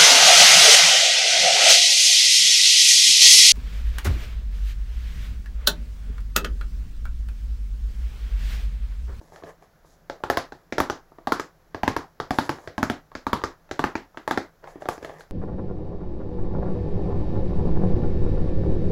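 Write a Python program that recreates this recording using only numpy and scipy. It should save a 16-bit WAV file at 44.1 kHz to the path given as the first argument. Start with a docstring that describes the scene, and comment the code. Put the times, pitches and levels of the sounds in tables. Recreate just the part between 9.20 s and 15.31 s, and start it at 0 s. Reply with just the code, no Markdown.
"""A small soft room, where long fingernails drum in quick rolls on a thin cardboard box near a microphone.
Each tap is a short noise tick over four families of decaying modes: face, edge, hollow and thump.
Before, between and after rolls the fingers shift their grip and rub the card: jerky noise, dull and bright.
Near echoes and a decaying noise tail make the room; air hiss, a faint hum and a low rumble lie under it.
"""
import sys
import numpy as np
from scipy import signal
from scipy.fft import rfft, irfft
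from scipy.io import wavfile

SR = 44100
rng = np.random.default_rng(int(sys.argv[2]) if len(sys.argv) > 2 else 0)


def dump_mix(stems):
    """Bounce the given channels to the path in sys.argv[1] as a 16-bit WAV at rate SR."""
    frames = np.atleast_2d(stems).T  # one column per channel
    limited = np.clip(frames, -1, 1)  # hard clip at full scale
    pcm = np.round(limited * 32767).astype(np.int16)
    wavfile.write(sys.argv[1], SR, pcm)


N = 269451  # length in samples

# Nail taps and grip knocks: start_s, face_level_db, face_pitch_hz (nearest the struck spot),
# edge_level_db and hollow_level_db (both against the face ring), hollow_pitch_hz
BLOWS = [(0.013, -43, 650, -12, 1.5, 307), (0.121, -38.5, 730, -16, -5, 417), (0.16, -36, 610, 0, -21, 444),
         (0.224, -38.5, 1040, -16, -2, 458), (0.236, -31.5, 685, -5, -2.5, 377),
         (0.269, -42, 511, -5, -7, 468), (0.424, -41, 670, -9, -11, 439), (0.647, -44.5, 756, -19, -8, 401),
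         (0.898, -21.5, 560, -2, -9.5, 441), (1.004, -39.5, 620, -26, -11, 334),
         (1.037, -16.5, 853, -3.5, -5, 412), (1.1, -10, 603, 0, -4.5, 393), (1.172, -12, 730, 0.5, -6, 315),
         (1.322, -33, 726, 2, 0.5, 398), (1.524, -23, 519, 5, 0.5, 347), (1.582, -14, 510, 1.5, -0.5, 409),
         (1.602, -7.5, 750, -2.5, -6, 331), (1.699, -18, 695, 3.5, -0.5, 420),
         (1.919, -40.5, 750, -23, -6, 406), (1.985, -35, 805, -12, -3.5, 339),
         (2.072, -14, 790, -6, -10, 242), (2.121, -8, 1150, -5.5, -8.5, 299),
         (2.197, -18, 953, 0.5, -2, 393), (2.546, -21, 795, -3.5, -5.5, 371),
         (2.633, -12, 775, -4, -5, 248), (2.678, -10, 930, -0.5, -2.5, 291),
         (2.765, -13.5, 870, -2.5, -6.5, 342), (2.844, -40, 844, -12, -16, 458),
         (3.001, -17.5, 770, 0, -4.5, 366), (3.107, -13.5, 820, -3, -3.5, 248),
         (3.186, -8.5, 1190, -2.5, -6, 253), (3.293, -13.5, 790, -0.5, -5.5, 326),
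         (3.385, -35.5, 805, -2, -5, 439), (3.441, -40.5, 800, -11, -5, 355),
         (3.475, -29.5, 501, 4, 0, 479), (3.58, -15, 825, -3, -6, 242), (3.629, -10.5, 1350, -1, -3.5, 245),
         (3.699, -16, 773, 3.5, 0, 296), (3.917, -36, 810, -10, -14, 471),
         (3.952, -26.5, 501, 5, -3.5, 299), (4.067, -12, 920, -10, -9.5, 234),
         (4.131, -8.5, 935, -5.5, -7.5, 334), (4.217, -31.5, 895, -2, -5, 425),
         (4.238, -14.5, 1070, -1, -4, 310), (4.491, -41.5, 646, -3, -18, 433),
         (4.512, -25, 495, 5, -1, 334), (4.593, -12, 920, -3.5, -7, 347),
         (4.64, -10.5, 965, -0.5, -5.5, 250), (4.754, -20, 734, 3.5, 0.5, 318),
         (4.945, -39, 720, -16, -19, 398), (4.973, -28, 720, 4.5, -3, 315),
         (5.077, -14, 860, -3.5, -6, 393), (5.11, -10.5, 960, -2.5, -7.5, 304),
         (5.175, -16, 740, 3.5, 0.5, 347), (5.441, -35.5, 501, -1.5, -3.5, 420),
         (5.474, -30.5, 703, -7, -16, 433), (5.557, -46, 820, -19, 14, 350),
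         (5.621, -28.5, 614, -6, -5, 468), (5.656, -24.5, 750, -6, -6.5, 345),
         (5.687, -12.5, 830, -5, -6, 412), (5.779, -35, 577, -2.5, 0, 450), (5.828, -34, 510, 0, 1.5, 479),
         (5.847, -28, 534, 2, -4, 471), (5.895, -34, 600, -5, -1.5, 436), (6.008, -43, 760, 8.5, -18, 425)]
# Modes of the box, one table a family: pitch_hz, relative_level_db, t60_s
THUMP_MODES = [(67, -8.5, 0.15), (100.3, 0.5, 0.082), (144.3, -7, 0.17)]
HOLLOW_MODES = [(184, -0.5, 0.03), (261.8, -21, 0.3), (250, -4.5, 0.047), (328, -9.5, 0.055),
                (409, 3, 0.016)]
FACE_MODES = [(563, -5.5, 0.12), (641, 3, 0.066), (716, 1.5, 0.08), (884, -31, 0.13), (859.4, 9.5, 0.048),
              (1070, -6, 0.0086), (1126, 11.5, 0.035), (1240, 9.5, 0.03)]
EDGE_MODES = [(1346, -2.5, 0.033), (1600, 0.5, 0.022), (1810, -9.5, 0.035), (1987, -18, 0.06),
              (2244, -2.5, 0.02), (2580, -4, 0.02)]
# Balance of a blow as the box travels and turns before the microphone: time_s,
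# thump_db (against the hollow ring), tick_db (against the edge ring), treble_db (extra, for a 0 dB blow)
BOX_POSE = [(0, -7.5, -5, 2), (1.1, -12.5, -5.5, 28.5), (1.6, -13.5, -7.5, 25.5), (2.15, -18, -5, 24.5),
            (2.6, -10, -8, 22.5), (3.15, -10.5, -6, 24), (3.6, -9.5, -8.5, 25.5), (4.15, -9, -4, 24),
            (4.65, -11.5, -9, 22.5), (5.1, -17.5, -8.5, 27.5), (5.6, -14.5, -9.5, 25), (6.11, -9, -0.5, 51)]
# Colour of the nail tick: frequency_hz, relative_level_db (per Hz)
TICK_COLOUR = [(1500, -41), (2600, 15.5), (3300, 20), (4200, 16), (5500, 11.5), (7000, 6.5), (10000, -12.5),
               (13000, -13.5), (16000, -22), (17000, -14.5)]
# Tick returning from the nearest surfaces: delay_s, level_db (before the echo colour)
TICK_ECHOES = [(.0072, -10), (0.0132, -31.5)]
# Colour of those echoes: frequency_hz, gain_db
ECHO_COLOUR = [(2500, -19), (4500, 1), (6000, 9), (7500, 3), (11000, -5), (16000, -27)]
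# Ring of the box returning from the walls: delay_s, level_db
WALL_ECHOES = [(0.022, -24), (0.028, -22), (.034, -27.5)]
# Early decay of the room tail: frequency_hz, t60_s
ROOM_DECAY = [(60, 0.52), (160, 0.15), (420, 0.33), (1100, 0.45), (2900, 0.29), (7700, 0.27),
              (16000, 0.065)]
# Level of the room tail: frequency_hz, gain_db
TAIL_COLOUR = [(35, -14), (80, -4), (260, -3.5), (900, -8.5), (2500, -7.5), (5000, 0.5), (10000, -0.5),
               (15700, -8)]
# Steep low-pass near 16 kHz, applied to the noises and room tails but not the direct ticks:
# frequency_hz, gain_db
STEEP_LOWPASS = [(15800, 0), (16100, -30)]
# Fingers sliding on the card: start_s, length_s, dull_rub_db, bright_hiss_db
STROKES = [(0, 0.14, -62.5, -68.5), (0.124, 0.075, -50, -65.5), (0.23, .03, -51, -67),
           (0.261, 0.042, -46, -63), (0.403, 0.032, -58.5, -70), (0.644, 0.1, -70, -66.5),
           (3.118, .15, -55, -53), (3.296, 0.18, -54, -64), (5.423, 0.024, -45, -80),
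           (5.461, 0.057, -50, -62), (5.536, 0.048, -52.5, -88), (5.599, 0.015, -44, -58),
           (5.689, 0.06, -47, -53.5), (5.806, 0.071, -45, -63), (5.881, 0.094, -47.5, -68),
           (5.98, 0.029, -51, -58.5)]
# Colour of the dull rub heard through the box: frequency_hz, relative_level_db (per Hz)
RUB_COLOUR = [(88, -117), (150, -1), (233, -26), (434, -1.5), (1240, -11.5), (1430, -25), (1710, -10.5),
              (2600, -29.5), (3380, -29), (5720, -120)]
# Colour of the bright hiss at the card surface: frequency_hz, relative_level_db (per Hz)
HISS_COLOUR = [(1470, -27), (2150, -24), (2800, -17), (3700, -5), (6580, -1), (7740, -3.5), (8830, -3.5),
               (10300, -6), (15900, -21)]
# Colour of the steady air hiss: frequency_hz, relative_level_db (per Hz)
AIR_COLOUR = [(32, -25), (55, 3.5), (257, -6.5), (648, -4.5), (747, -5), (821, -8.5), (1710, -11),
              (2750, -26), (5740, -23.5), (7100, -29), (8790, -44), (10600, -42.5), (15900, -30)]
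# Steady hum: pitch_hz, width_hz (at half amplitude), level_db
HUM_BAND = (162.7, 20, -68)
# Colour of the rumble: frequency_hz, relative_level_db (per Hz)
RUMBLE_COLOUR = [(8, -45), (20, 13), (40, 6.0), (52, -16), (100, -30.5)]
# Dip of the microphone housing: centre_hz, width_hz (centre to 1/e of the depth), gain_db
HOUSING_DIP = (8780, 910, -12.5)

EDGE_SPOT_HZ, EDGE_SCATTER = 1492, 0.14  # pitch that leads the edge ring; its relative spread by tap
TREBLE_PER_DB = 0.77  # dB of tick treble lost for each dB of a softer blow
# A softer blow lands more on the fingertip: dB of tick against the ring for each dB from LOUD_DB
LOUD_DB, TICK_PER_DB = -12, 0.1046
BLUR_OCTAVES = 0.28  # smoothing of the box colour in the room tail
SLIDE_RISE_S, SLIDE_T60_S = 0.02, 0.17
AIR_DB, RUMBLE_DB = -61.5, -62  # steady rms levels
JOLT_DB = -37  # swell of the rumble after a 0 dB blow, before its rise and decay shape it
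JOLT_RISE_S, JOLT_T60_S = 0.021, 0.23
BAND_LIMIT_HZ = 16700


def taps():
    """Each blow excites the box modes and a nail tick, which return as echoes and a room tail."""
    out = np.zeros(N)
    for blow in BLOWS:
        start_s, level_db, edge_db = blow[0], blow[1], blow[3]
        pose_s, *balances = np.transpose(BOX_POSE)
        thump_db, tick_db, treble_db = (np.interp(start_s, pose_s, column) for column in balances)
        level = amp(level_db)
        sound = box_ring(blow, thump_db)
        tick_db += edge_db + TICK_PER_DB * (level_db - LOUD_DB)
        tick = amp(tick_db) * nail_tick(treble_db + TREBLE_PER_DB * level_db)
        for delay_s, echo_db in WALL_ECHOES:
            add(out, start_s + delay_s, level * amp(echo_db) * sound)
        add(sound, 0, tick)
        add(out, start_s, level * room_tail(sound))
        late_tick = np.roll(tick, 40)  # the echoes come 40 samples later than their listed delay
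        for delay_s, echo_db in TICK_ECHOES:
            add(sound, delay_s, amp(echo_db) * coloured(late_tick, ECHO_COLOUR))
        add(out, start_s, level * sound)
    return out


def box_ring(blow, thump_db):
    """The struck card, its edges and the hollow inside each ring in their own family of modes."""
    _, _, face_hz, edge_db, hollow_db, hollow_hz = blow
    edge_hz = EDGE_SPOT_HZ * (1 + EDGE_SCATTER * rng.standard_normal())
    sound = ring(FACE_MODES, face_hz)
    sound += amp(edge_db) * ring(EDGE_MODES, edge_hz, rise_s=0.0002)
    sound += amp(hollow_db) * ring(HOLLOW_MODES, hollow_hz, rise_s=0.00022, focus_db=18.5)
    sound += amp(hollow_db + thump_db) * ring(THUMP_MODES, rise_s=0.0028)
    return sound


def ring(modes, spot_hz=None, rise_s=0.00012, spread_db=4.0, detune=0.042, focus_db=15):
    """Decaying sines of one mode family, peak 1; each blow weights and detunes them a little differently."""
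    hz, level_db, t60_s = np.transpose(modes)[:, :, None]
    weight, shift = rng.standard_normal((2, len(modes), 1))
    if spot_hz:
        # modes near the spot's own pitch lead; focus_db is the loss per octave away
        level_db = level_db - focus_db * abs(np.log2(hz / spot_hz))
    t = np.arange(4096) / SR
    lag = np.arange(len(modes))[:, None] * 1.27  # radians, growing down the table
    envelope = amp(level_db + spread_db * weight - 60 * t / t60_s)
    waves = envelope * np.sin(2 * np.pi * hz * (1 + detune * shift) * t - lag)
    sound = waves.sum(0) * (1 - np.exp(-t / rise_s))
    return sound / abs(sound).max()


def nail_tick(treble_db):
    """The hard nail gives a very short burst of coloured noise, peak 1; treble_db tilts it above 7 kHz."""
    t = np.arange(1024) / SR
    tick = coloured(rng.standard_normal(1024), TICK_COLOUR)
    tick = coloured(tick, [(7000, 0), (10000, treble_db)])
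    tick *= amp(-60 * t / 0.011) * (1 - np.exp(-t / 0.0003))  # t60 and rise in seconds
    return tick / abs(tick).max()


def room_tail(sound, start_s=0.0014, bend_db=5):
    """The walls hear the box from all sides: its modes blur to a smooth colour, each band dying at its speed."""
    real, imaginary = rng.standard_normal((2, 129, 240))  # bands by frames
    t = np.arange(240) * 64 / SR
    t60_s = read(ROOM_DECAY, np.fft.rfftfreq(256, 1 / SR))[:, None]
    late_db = -bend_db * (10 * t) ** 3  # the fall steepens, most of all after a tenth of a second
    bands = (real + 1j * imaginary) * amp(-60 * t / t60_s + late_db) / np.sqrt(t60_s)
    tail = signal.istft(bands, SR, nperseg=256, noverlap=192)[1]
    tail *= 1 - np.exp(-(np.arange(len(tail)) / SR / start_s) ** 2)  # the tail builds up
    # the blow's own spectrum, smoothed over a log-frequency grid, colours the tail
    power = abs(rfft(sound)) ** 2
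    fine_hz = np.fft.rfftfreq(len(sound), 1 / SR)
    grid_hz = np.geomspace(30, SR / 2, 80)
    near = np.exp(-(np.log2((fine_hz + 1) / grid_hz[:, None]) / BLUR_OCTAVES) ** 2)
    smooth_db = 10 * np.log10(near @ power / near.sum(1))
    tail = coloured(tail / np.linalg.norm(tail), np.transpose([grid_hz, smooth_db]))
    tail = coloured(coloured(tail, TAIL_COLOUR), STEEP_LOWPASS)
    return tail * signal.windows.tukey(2 * len(tail), 0.5)[len(tail):]  # fade-out


def slides(slips_per_s=400, size_db=5):
    """Skin slips on the card in many tiny jerks, heard dull through the box and bright at the surface."""
    slips = rng.random(N) < slips_per_s / SR
    sizes = amp(size_db * np.minimum(rng.exponential(1, N), 3))
    jerks = evened(slips * sizes * rng.choice([-1, 1], N))
    rub = evened(coloured(0.8 * jerks + rng.standard_normal(N), RUB_COLOUR))
    hiss = evened(coloured(0.54 * jerks + rng.standard_normal(N), HISS_COLOUR))
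    t = np.arange(SR // 2) / SR
    dull, bright = np.zeros(N), np.zeros(N)
    for start_s, length_s, rub_db, hiss_db in STROKES:
        fade = amp(-60 * np.maximum(t - length_s, 0) / SLIDE_T60_S)
        stroke = np.minimum(t / SLIDE_RISE_S, 1) * fade
        add(dull, start_s, amp(rub_db) * stroke)
        add(bright, start_s, amp(hiss_db) * stroke)
    return dull * rub + bright * hiss


def rumble():
    """Low noise that is steady but swells after each blow."""
    t, jolts = np.arange(SR) / SR, np.zeros(N)
    for start_s, blow_db, *_ in BLOWS:
        swell = amp(blow_db + JOLT_DB - 60 * t / JOLT_T60_S) * (1 - np.exp(-t / JOLT_RISE_S))
        add(jolts, start_s, swell)
    return (amp(RUMBLE_DB) + jolts) * evened(coloured(rng.standard_normal(N), RUMBLE_COLOUR))


def hum():
    """Noise narrowed to a resonance-shaped band, so the tone wavers."""
    hz, width_hz, level_db = HUM_BAND
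    offset = 2 * (np.fft.rfftfreq(N, 1 / SR) - hz) / width_hz
    tone = irfft(rfft(rng.standard_normal(N)) / (1 + offset ** 2), N)
    return amp(level_db) * evened(tone)


def air():
    """Steady coloured noise: the hiss of the quiet room."""
    return amp(AIR_DB) * evened(coloured(rng.standard_normal(N), AIR_COLOUR))


def amp(db):
    """Gain of a level in dB."""
    return 10 ** (np.asarray(db) / 20)


def evened(x):
    """Scales to rms 1."""
    return x / np.sqrt(np.mean(x ** 2) + 1e-20)


def read(points, hz):
    """Value of a spectrum table on a log-frequency axis."""
    f, value = np.transpose(points)
    return np.interp(np.log(hz + 1), np.log(f + 1), value)


def coloured(x, points):
    """Filters x by the gains of a spectrum table."""
    gain = amp(read(points, np.fft.rfftfreq(len(x), 1 / SR)))
    return irfft(rfft(x) * gain, len(x))


def add(mix, start_s, sound):
    """Mixes a sound in at its start time."""
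    part = mix[round(start_s * SR):][:len(sound)]
    part += sound[:len(part)]


def scene():
    """The drummed and rubbed box in the room over its background."""
    noises = slides() + rumble() + hum() + air()
    return (taps() + coloured(noises, STEEP_LOWPASS))[None]


def record(dry):
    """The dip of the microphone housing, then the band limit."""
    hz, width_hz, dip_db = HOUSING_DIP
    offset = (np.fft.rfftfreq(N, 1 / SR) - hz) / width_hz
    dip = 1 - (1 - amp(dip_db)) * np.exp(-offset ** 2)
    dipped = irfft(rfft(dry) * dip, N)
    lowpass = signal.firwin(511, BAND_LIMIT_HZ, window=("kaiser", 9), fs=SR)
    return signal.oaconvolve(dipped, lowpass[None], "same")


dry = scene()
out = record(dry)
dump_mix(out)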